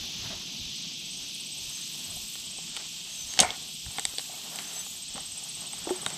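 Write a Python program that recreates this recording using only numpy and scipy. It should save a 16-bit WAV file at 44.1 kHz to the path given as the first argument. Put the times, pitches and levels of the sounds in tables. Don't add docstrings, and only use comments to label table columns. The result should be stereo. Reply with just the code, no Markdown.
import sys
import numpy as np
from scipy import signal
from scipy.fft import rfft, irfft, next_fast_len
from scipy.io import wavfile
from scipy.ndimage import uniform_filter1d

SR = 44100
rng = np.random.default_rng(int(sys.argv[2]) if len(sys.argv) > 2 else 0)


def rack_gain(trim_db):
    fader = np.asarray(trim_db, float)
    return 10 ** (fader / 20)


def log_audio(samples):
    frames = np.atleast_2d(samples).T
    limited = np.clip(frames, -1, 1)
    pcm = np.round(limited * 32767).astype(np.int16)
    wavfile.write(sys.argv[1], SR, pcm)


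N = 272097

# (frequency [Hz], relative level [dB], t60 [s])
LOW_MODES = [(349, -2.5, 0.0163), (478, 2, 0.0183), (599.2, 1, 0.0184), (782.5, 3, 0.022),
             (1017, -2, 0.01444)]
MIDDLE_MODES = [(1134, 2.15, 0.0159), (1415, 3.26, 0.0143), (1859, -0.78, 0.0223), (2120, 4.84, 0.0103)]
UPPER_MODES = [(2630, -3, 0.00346), (3138, 4.5, 0.00928), (3422, 8.5, 0.00664), (3802, 2, 0.0203),
               (4160, -4.5, 0.009), (4463, 8.5, 0.00892), (4296, -7.5, 0.00492), (5560, 6.5, 0.0112),
               (6280, -3.5, 0.0093), (6350, 7, 0.0131), (6935, 7.5, 0.0074)]
TOP_MODES = [(7600, 10.5, 0.0086), (8407, 10, 0.0112), (8620, 6.5, 0.0072), (9800, -11.5, .007),
             (11100, -26, .006), (13000, -28, .005)]


def curve(table):
    s, *columns = np.transpose(table)
    return [np.interp(np.arange(N) / SR, s, column) for column in columns]


def level_gain(table):
    return rack_gain(curve(table)[0])


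def walk(rate):
    hold = int(SR / rate)
    steps = np.repeat(rng.standard_normal(N // hold + 1), hold)
    slewed = uniform_filter1d(uniform_filter1d(steps, hold), hold)
    return 0.836 * slewed[:N]


def on_log(table, hz):
    table_hz, db = np.transpose(table)
    return np.interp(np.log(hz), np.log(table_hz), db)


def noise(spectrum, flicker_db, rate, count):
    # (frequency [Hz], side against mid [dB])
    width = [(60, -7), (110, -10.5), (200, -10), (380, -6.5), (700, 0), (1290, 1), (2380, -8.5), (4400, -9),
             (8120, -0.5), (15000, -1.5)]
    low_hz, high_hz = spectrum[0][0], spectrum[-1][0]
    size = next_fast_len(N)
    hz = np.maximum(np.arange(size // 2 + 1) * SR / size, 1)
    inside = (hz > low_hz) & (hz < high_hz)
    colour = rack_gain(on_log(spectrum, hz)) * inside
    pair = rfft(rng.standard_normal((2, size))) * [colour, colour * rack_gain(on_log(width, hz))]
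    place = np.log(hz / low_hz) / np.log(high_hz / low_hz) * (count - 1)
    out = np.zeros((2, N))
    for k in range(count):
        band = pair * np.clip(1 - abs(place - k), 0, 1)
        out += irfft(band, size)[:, :N] * rack_gain(flicker_db * walk(rate))
    return out / out[0].std()


def pan(db):
    left = 2 / (1 + rack_gain(-np.asarray(db)))
    return np.array([left, 2 - left])


def swells(rows, rest_db):
    t = np.arange(N) / SR
    power = sum(rack_gain(2 * db) * np.exp(-(2.15 * (t - s) / length) ** 2) for s, db, length in rows)
    return np.sqrt(rack_gain(2 * rest_db) + power)


def insect_chorus():
    # (frequency [Hz], relative density [dB])
    main_colour = [(1060, -40.5), (1800, -25.5), (2150, -17.5), (2340, -9.5), (2570, -4.5), (3240, 1.5),
                   (4660, -2.5), (6270, -2.5), (6700, -8.5), (8710, -30), (14700, -120)]
    high_colour = [(6300, -11.5), (6700, -6), (7200, -6), (7600, -0.5), (8300, -5.5), (8600, -14),
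                   (9000, -22.5)]
    # (time [s], level [dB])
    main_level = [(0, -38), (.8, -38), (1.3, -39), (2.5, -40), (3.3, -40.5), (4.5, -41.5), (6.17, -41)]
    high_level = [(0, -61), (.9, -60.5), (1.2, -55), (1.55, -51), (1.7, -47), (3.2, -46.5), (3.6, -47.5),
                  (4.3, -46), (6.17, -47)]
    main = level_gain(main_level) * noise(main_colour, 1.0, 9, count=7)
    return main + level_gain(high_level) * noise(high_colour, 0.75, 15, count=4)


def high_hiss():
    # (frequency [Hz], relative density [dB])
    colour = [(5120, -33), (8700, -5), (13200, -2.5), (14600, -10.5), (15250, -9.5), (15400, -40),
              (16000, -71)]
    # (time [s], level [dB])
    slow_level = [(0, -55.5), (.9, -60), (1.5, -55), (2.35, -49.5), (2.48, -57.5), (3.3, -54.5),
                  (3.6, -54.5), (4.05, -51.5), (4.93, -49), (5.05, -59), (5.3, -55.5), (6.17, -53.5)]
    # (time [s], rate [1/s], swing to either side [dB])
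    throb_table = [(0, 46.8, 3.5), (.75, 46.8, 3), (1.1, 48, .5), (1.8, 49.6, 2), (2.4, 49.6, 2),
                   (2.5, 49.6, .3), (6.17, 49.6, .8)]
    per_s, depth_db = curve(throb_table)
    throb = rack_gain(depth_db * np.cos(2 * np.pi * np.cumsum(per_s) / SR + 2.1))
    return level_gain(slow_level) * throb * noise(colour, 3.24, 35, count=10)


def sleeve():
    # (frequency [Hz], relative density [dB])
    colour = [(210, -20.5), (350, -8), (382, -4), (532, -12.5), (591, -4.5), (752, -3.5), (1580, -9),
              (2040, -7), (2400, -9), (3120, -53), (5280, -120)]
    # (time [s], peak level [dB], length [s])
    moves = [(.05, -56, 0.91), (.33, -53, 0.19), (2.14, -56, 0.171), (2.79, -54, 0.114), (3.05, -60, .25),
             (3.39, -52.5, 0.136), (3.54, -54.5, 0.244), (4.02, -54.5, 0.253), (4.33, -57, 0.192),
             (4.64, -52, 0.341), (4.8, -61.5, 0.236), (5.18, -56, 0.14), (5.6, -54, 0.394),
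             (5.82, -66, 0.19), (6.07, -49.5, 0.48)]
    grains = rack_gain(2.53 * walk(60))
    return swells(moves, rest_db=-61.5) * grains * noise(colour, 3.94, 15, count=4)


def rumble():
    # (frequency [Hz], relative density [dB])
    colour = [(62, -34), (105, -13.5), (151, 0.5), (225, -3.5), (349, -12), (380, -12), (411, -20),
              (500, -21), (650, -46.5), (1100, -120)]
    # (time [s], level [dB])
    slow_level = [(0, -51.5), (.85, -51.5), (1.7, -55), (2.7, -55.5), (3.2, -57.5), (3.6, -52.5),
                  (4.2, -57.5), (4.6, -55), (5.3, -58), (5.7, -55.5), (6.17, -50.5)]
    return level_gain(slow_level) * noise(colour, 1.46, 8, count=3)


def wind():
    # (frequency [Hz], relative density [dB])
    colour = [(15, -30), (25, -3.5), (50, -5.5), (100, -3), (125, -15)]
    # (time [s], peak level [dB])
    puffs = [(.02, -50.5), (.2, -49.5), (.36, -54.5), (.64, -48.5), (1.2, -58), (1.66, -55.5), (2.1, -58),
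             (2.2, -54), (2.49, -64), (2.73, -61.5), (3.25, -56), (3.44, -47), (3.88, -57), (4.07, -59.5),
             (4.8, -63), (5.16, -55.5), (5.31, -57.5), (5.6, -66), (5.81, -58), (6.07, -71)]
    puff_s = 0.0894
    gusts = swells([(s, db, puff_s) for s, db in puffs], rest_db=-68.5) * rack_gain(1.82 * walk(6.3))
    return gusts * noise(colour, 1.8, 8, count=2)


def bed():
    mid, side = insect_chorus() + high_hiss() + sleeve() + rumble() + wind()
    return np.array([mid + side, mid - side])


def cricket():
    # (time [s], level [dB], left minus right [dB], echo against direct [dB])
    trill = [(0, -58, -11.5, -17.5), (.5, -58, -10.5, -14), (.8, -51.5, -7, -14), (1.3, -47.5, -9, -14),
             (1.7, -47, -12.5, -17.5), (2.6, -47, -8, -11.5), (2.85, -57, -11, -3), (3.2, -49.5, -8.5, -2),
             (3.6, -49.5, -8.5, -9), (4.0, -46, -10.5, -6.5), (4.4, -52, -8, -1.5), (4.8, -48, -15.5, -9),
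             (5.4, -44.5, -21.5, -19.5), (5.6, -45, -13.5, -19.5), (6.17, -43, -9.5, -14)]
    # pitch [Hz], level [dB], lead of its strokes [s]
    far_hz, far_db, lead_s = (7580, -62, .014)
    first_stroke_s, echo_s = -.004, 0.02414
    cricket_hz, flat_hz, settle_s = 8170, 290, .8
    db, pan_db, echo_db = curve(trill)
    pitch_hz = cricket_hz - flat_hz * np.exp(-np.arange(N) / SR / settle_s)
    tone = strokes(pitch_hz, first_stroke_s) * rack_gain(db)
    echo = np.roll(tone, int(echo_s * SR)) * rack_gain(echo_db + 2.9 * walk(150))
    lead = np.exp(1j * np.array([[2.2], [0]]))
    near = (tone * lead * pan(pan_db) + echo * pan([4.0]) / lead).imag
    far = strokes(far_hz, first_stroke_s - lead_s).imag * rack_gain(far_db + 2.0 * walk(2.8))
    return near + scatter(tone.imag, -30.5, 0.171) + far


def strokes(pitch_hz, first_s):
    # (share of stroke, offset from the pitch [Hz])
    arch = [(0, -140), (.35, 20), (.6, -70), (1, -420)]
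    strokes_per_s, stroke_s = 17.12, 0.023
    turns = (np.arange(N) / SR - first_s) * strokes_per_s
    along = np.clip(turns % 1 / strokes_per_s / stroke_s, 0, 1)
    chance = rng.standard_normal((int(turns[-1]) + 1, 2))[turns.astype(int)].T
    hz = pitch_hz * (1 + 0.0036 * chance[0]) + np.interp(along, *np.transpose(arch))
    swell = np.sin(np.pi * along ** 0.655) * rack_gain(1.0 * chance[1] + 2.88 * walk(300))
    tone = swell * np.exp(2j * np.pi * np.cumsum(hz) / SR)
    return tone / tone.imag.std()


def scatter(x, wet_db, t60):
    t = np.arange(SR // 5) / SR
    tail = rng.standard_normal((2, len(t))) * rack_gain(wet_db - 60 * t / t60)
    return signal.fftconvolve(x[None], tail, axes=1)[:, :N]


def tackle():
    out = np.zeros((2, N + SR))
    bumps(out)
    bail(out)
    ticks(out)
    rod(out)
    return out[:, :N]


def bumps(out):
    # (time [s], peak level before panning [dB], nominal pitch [Hz])
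    bump_table = [(0.218, -39.5, 107.6), (.252, -34.5, 110), (0.272, -37.5, 116), (0.301, -35.5, 193),
                  (3.409, -23, 201), (3.43, -43.5, 59.7), (3.861, -36.5, 69.7), (3.881, -36, 111.7),
                  (5.148, -36, 200.5), (5.161, -44.5, 170), (6.065, -37.5, 167.7)]
    bump_t60_s = 0.0278
    for s, db, hz in bump_table:
        add(out, s, db, -1.5, [(hz, 0, bump_t60_s)], .3)


def bail(out):
    # (frequency [Hz], relative level [dB], t60 [s])
    wire_modes = [(725.2, 1.5, 0.0817), (746.7, -3.5, 0.083), (892, -6.5, 0.086), (1068, -10.5, 0.09),
                  (1241, -10.5, 0.077), (1414.5, -15.5, .06), (1650, -15.5, 0.043), (1954, -21, 0.036),
                  (2185, -10, .1), (2220, -9.5, 0.11)]
    # (time [s], peak level before panning [dB], left minus right [dB])
    blows = [(2.167, -42, -9), (3.393, -17, -27), (3.431, -19, -23.5), (3.446, -20, -16.5),
             (3.462, -29, -15), (3.489, -29, -16.5), (4.295, -41, -15), (4.338, -40.5, -16.5),
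             (4.763, -42.5, -19.5)]
    # (time [s], bounce peak before panning [dB])
    snap = [(3.4012, -3.5), (3.4062, -15), (3.4085, -20.5), (3.43, -28), (3.455, -40)]
    # (time [s], bounce reference level [dB]); the wire rings 7 dB below it, the small parts 1 dB
    chatter = [(3.395, -42.5), (3.43, -24.5), (3.47, -33), (3.485, -33.5), (3.5, -39), (3.56, -43)]
    for s, db, pan_db in blows:
        add(out, s, db, pan_db, wire_modes, .6)
    for s, db in bounces(chatter, 350.):
        add(out, s, db - 7, -10.5, wire_modes, .8)
        add(out, s, db + 1.0, -8.0, LOW_MODES + MIDDLE_MODES, .8)
    for s, db in bounces(snap, 1700.):
        add(out, s, db, -5.0, UPPER_MODES[2:] + TOP_MODES[:3], .9)


def bounces(table, per_s):
    times, db = np.transpose(table)
    s = times[0] + np.cumsum(rng.uniform(.3, 1.9, size=120)) / per_s
    s = s[s < times[-1]]
    return zip(s, np.interp(s, times, db))


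def ticks(out):
    # (time [s], upper-mode peak before panning [dB], then against it: top, middle, low [dB])
    tick_table = [(2.3545, -31.5, -9, -9, -16.5), (2.5848, -31.5, -16.5, -29.5, -8.5),
                  (2.7658, -21, -1.5, -13.5, -31.5), (2.7713, -23, -5, -8.5, -16),
                  (3.3375, -23.5, -2, -10.5, -36.5), (3.3753, -21, -12, -9.5, -16.5),
                  (3.3906, -4, -20, -36, -20), (3.3935, -8, -14, -26, -20),
                  (3.4012, -3.5, -12.5, -31.5, -24), (3.406, -3, -21, -48.5, -27),
                  (3.4143, -15, -13.5, -16.5, -8.5), (3.419, -17, -5, -22, -15),
                  (3.4244, -13, -12, -19, -13), (3.4294, -17, -14, -8.5, -5),
                  (3.505, -15.5, -33, -27.5, -17), (3.8623, -30, -11, -8, -12),
                  (3.984, -19, -9, -5.5, -5.5), (3.9952, -21, 7, -9, -14.5), (4.0524, -12, 3, -10, -21),
                  (4.1371, -37.5, -11, -22.5, -2.5), (4.1833, -16, 0, -26, -19),
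                  (4.1935, -24, -13, -9, -15), (4.5591, -33, 13.5, -13.5, -21.5),
                  (4.5878, -21, -11.5, -17, -22), (4.5934, -27, -2.5, -8, -25.5),
                  (4.8644, -31, -6, -25.5, -9.5), (5.1566, -31, -10, -7.5, -10),
                  (5.1667, -34.5, -15, -25, -3.5), (5.1793, -28.5, -14.5, -16, -2),
                  (5.426, -34.5, -9.5, -24, -10.5), (5.619, -33, -21.5, -23.5, -8.5),
                  (5.7332, -29, -13.5, -6.5, -8.5), (5.8534, -39, -8.5, -8.5, -2), (5.892, -35, -8, 5, 7),
                  (5.902, -35.5, -2, 3.5, 5), (6.0295, -41.5, -1, -4, 2), (6.0628, -13, -4, -6, -13),
                  (6.1026, -27.5, 4, -11.5, -10.5)]
    focus_hz, fall_db_per_octave, soft_db = 3000, 12., 13.
    for s, db, top_db, middle_db, low_db in tick_table:
        fall_db = fall_db_per_octave * np.clip(-db / soft_db, 0, 1)
        upper = [(hz, mode_db - fall_db * abs(np.log2(hz / focus_hz)), t60) for hz, mode_db, t60 in UPPER_MODES]
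        add(out, s, db + low_db, -5.0, LOW_MODES, .5)
        add(out, s, db + middle_db, -5.5, MIDDLE_MODES, .8)
        add(out, s, db, -4.0, upper, .6)
        add(out, s, db + top_db, -8.0, TOP_MODES, 1.5)


def rod(out):
    # (frequency [Hz], relative level [dB], t60 [s])
    blank_modes = [(366.1, 2, 0.104), (443, -8, 0.0346), (640, -18.5, 0.143), (727, -12.5, 0.089),
                   (894, -8, 0.0307), (1133, -11, 0.0226)]
    # (time [s], peak level before panning [dB], left minus right [dB])
    blows = [(5.87, -24, -1.5), (5.878, -25.5, -0.55), (5.901, -30.5, -1.5), (5.906, -18, -1.2)]
    for s, db, pan_db in blows:
        add(out, s, db, pan_db, blank_modes, .1)


def add(out, s, db, pan_db, modes, apart):
    contact_s, mode_scatter_db = .00015, 2.5
    t = np.arange(SR // 8) / SR
    push = SR // 200
    scrape = rng.standard_normal(push) * np.exp(-t[:push] / contact_s)
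    hz, mode_db, t60 = np.transpose(modes)[:, :, None]
    size, detune, lead = rng.standard_normal((3, len(modes), 1))
    build_up = 1 - np.exp(-(1.32 * t * hz) ** 2)
    fade = rack_gain(mode_db + mode_scatter_db * size - 60 * t / t60) * build_up
    detuned_hz = hz * (1 + 0.03 * detune * min(.02 / t60.max(), 1))
    phase = 2 * np.pi * detuned_hz * t
    left = (fade * np.sin(phase + apart * abs(lead))).sum(0)
    right = (fade * np.sin(phase)).sum(0)
    ring = signal.fftconvolve(np.array([left, right]), scrape[None])[:, :len(t)]
    i = int(s * SR)
    out[:, i:i + len(t)] += ring / abs(ring[1]).max() * rack_gain(db) * pan([pan_db])


def bubbles():
    # (time [s], start [Hz], end [Hz], length [s], peak level [dB])
    bubble_table = [(0.303, 722, 560, 0.0287, -45), (0.327, 531, 946, 0.0405, -47.5)]
    out = np.zeros(N)
    for s, hz0, hz1, length, db in bubble_table:
        along = np.linspace(0, 1, int(length * SR))
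        hz = hz0 + (hz1 - hz0) * along
        tone = np.sin(np.pi * along ** 0.3) * np.sin(2 * np.pi * np.cumsum(hz) / SR)
        out[int(s * SR):][:len(along)] += rack_gain(db) * tone
    return out


def bird():
    # (time [s], length [s], start [Hz], end [Hz], level [dB])
    notes = [(1.098, .061, 7950, 8160, -41), (1.709, .08, 6350, 6300, -37), (1.804, .06, 6260, 6350, -39.5),
             (3.10, .07, 6400, 6590, -39), (3.168, .075, 6200, 6090, -34), (3.28, .083, 6395, 6460, -34),
             (4.63, .086, 5950, 6500, -40), (4.739, .086, 7743, 7830, -31), (4.744, .1, 6219, 6160, -32.5),
             (4.85, .085, 6787, 6930, -38)]
    throb_per_s = 62.9
    song = np.zeros(N, complex)
    waver = 0.00593 * walk(70)
    for s, length, hz0, hz1, db in notes:
        t = np.arange(int(length * SR)) / SR
        i = int(s * SR)
        throb = 1 - 0.67 * np.cos(np.pi * throb_per_s * t) ** 2
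        swell = np.sin(np.pi * (t / length) ** 0.94) ** 0.46 * throb
        hz = np.linspace(hz0, hz1, len(t)) * (1 + waver[i:i + len(t)])
        song[i:i + len(t)] += rack_gain(db) * swell * np.exp(2j * np.pi * np.cumsum(hz) / SR)
    song = song * rack_gain(1.75 * walk(120))
    lead = np.exp(1j * np.array([[1.2], [0]]))
    return (song * lead * pan([1.5])).imag + scatter(song.imag, -35, .3)


def scene():
    near = tackle()
    return bed() + cricket() + bird() + near + scatter(near.mean(0), -43, 0.213) + bubbles()


def band_limit(x):
    return signal.sosfilt(signal.butter(12, 16230, fs=SR, output="sos"), x)


def record(dry):
    # (time [s], side gain [dB])
    opening = [(0, -15.5), (.65, -15), (.85, -9.5), (1.1, -5), (1.7, 1.5), (6.2, 2.5)]
    hold_db, memory_s, squeeze, top_hz = -27, 0.715, 0.2096, 15200
    mid = (dry[0] + dry[1]) / 2
    side = (dry[0] - dry[1]) / 2 * level_gain(opening)
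    keep = np.exp(-1 / (memory_s * SR))
    quick_power = signal.lfilter([.002], [1, -.998], mid ** 2)
    power = signal.lfilter([1 - keep], [1, -keep], quick_power)
    gain = (1 + power / rack_gain(2 * hold_db)) ** -squeeze
    held = np.clip([mid + side, mid - side] * gain, -1, 1)
    cut = signal.sosfilt(signal.butter(10, top_hz, fs=SR, output="sos"), held)
    return band_limit(cut)


dry = scene()
out = record(dry)
log_audio(out)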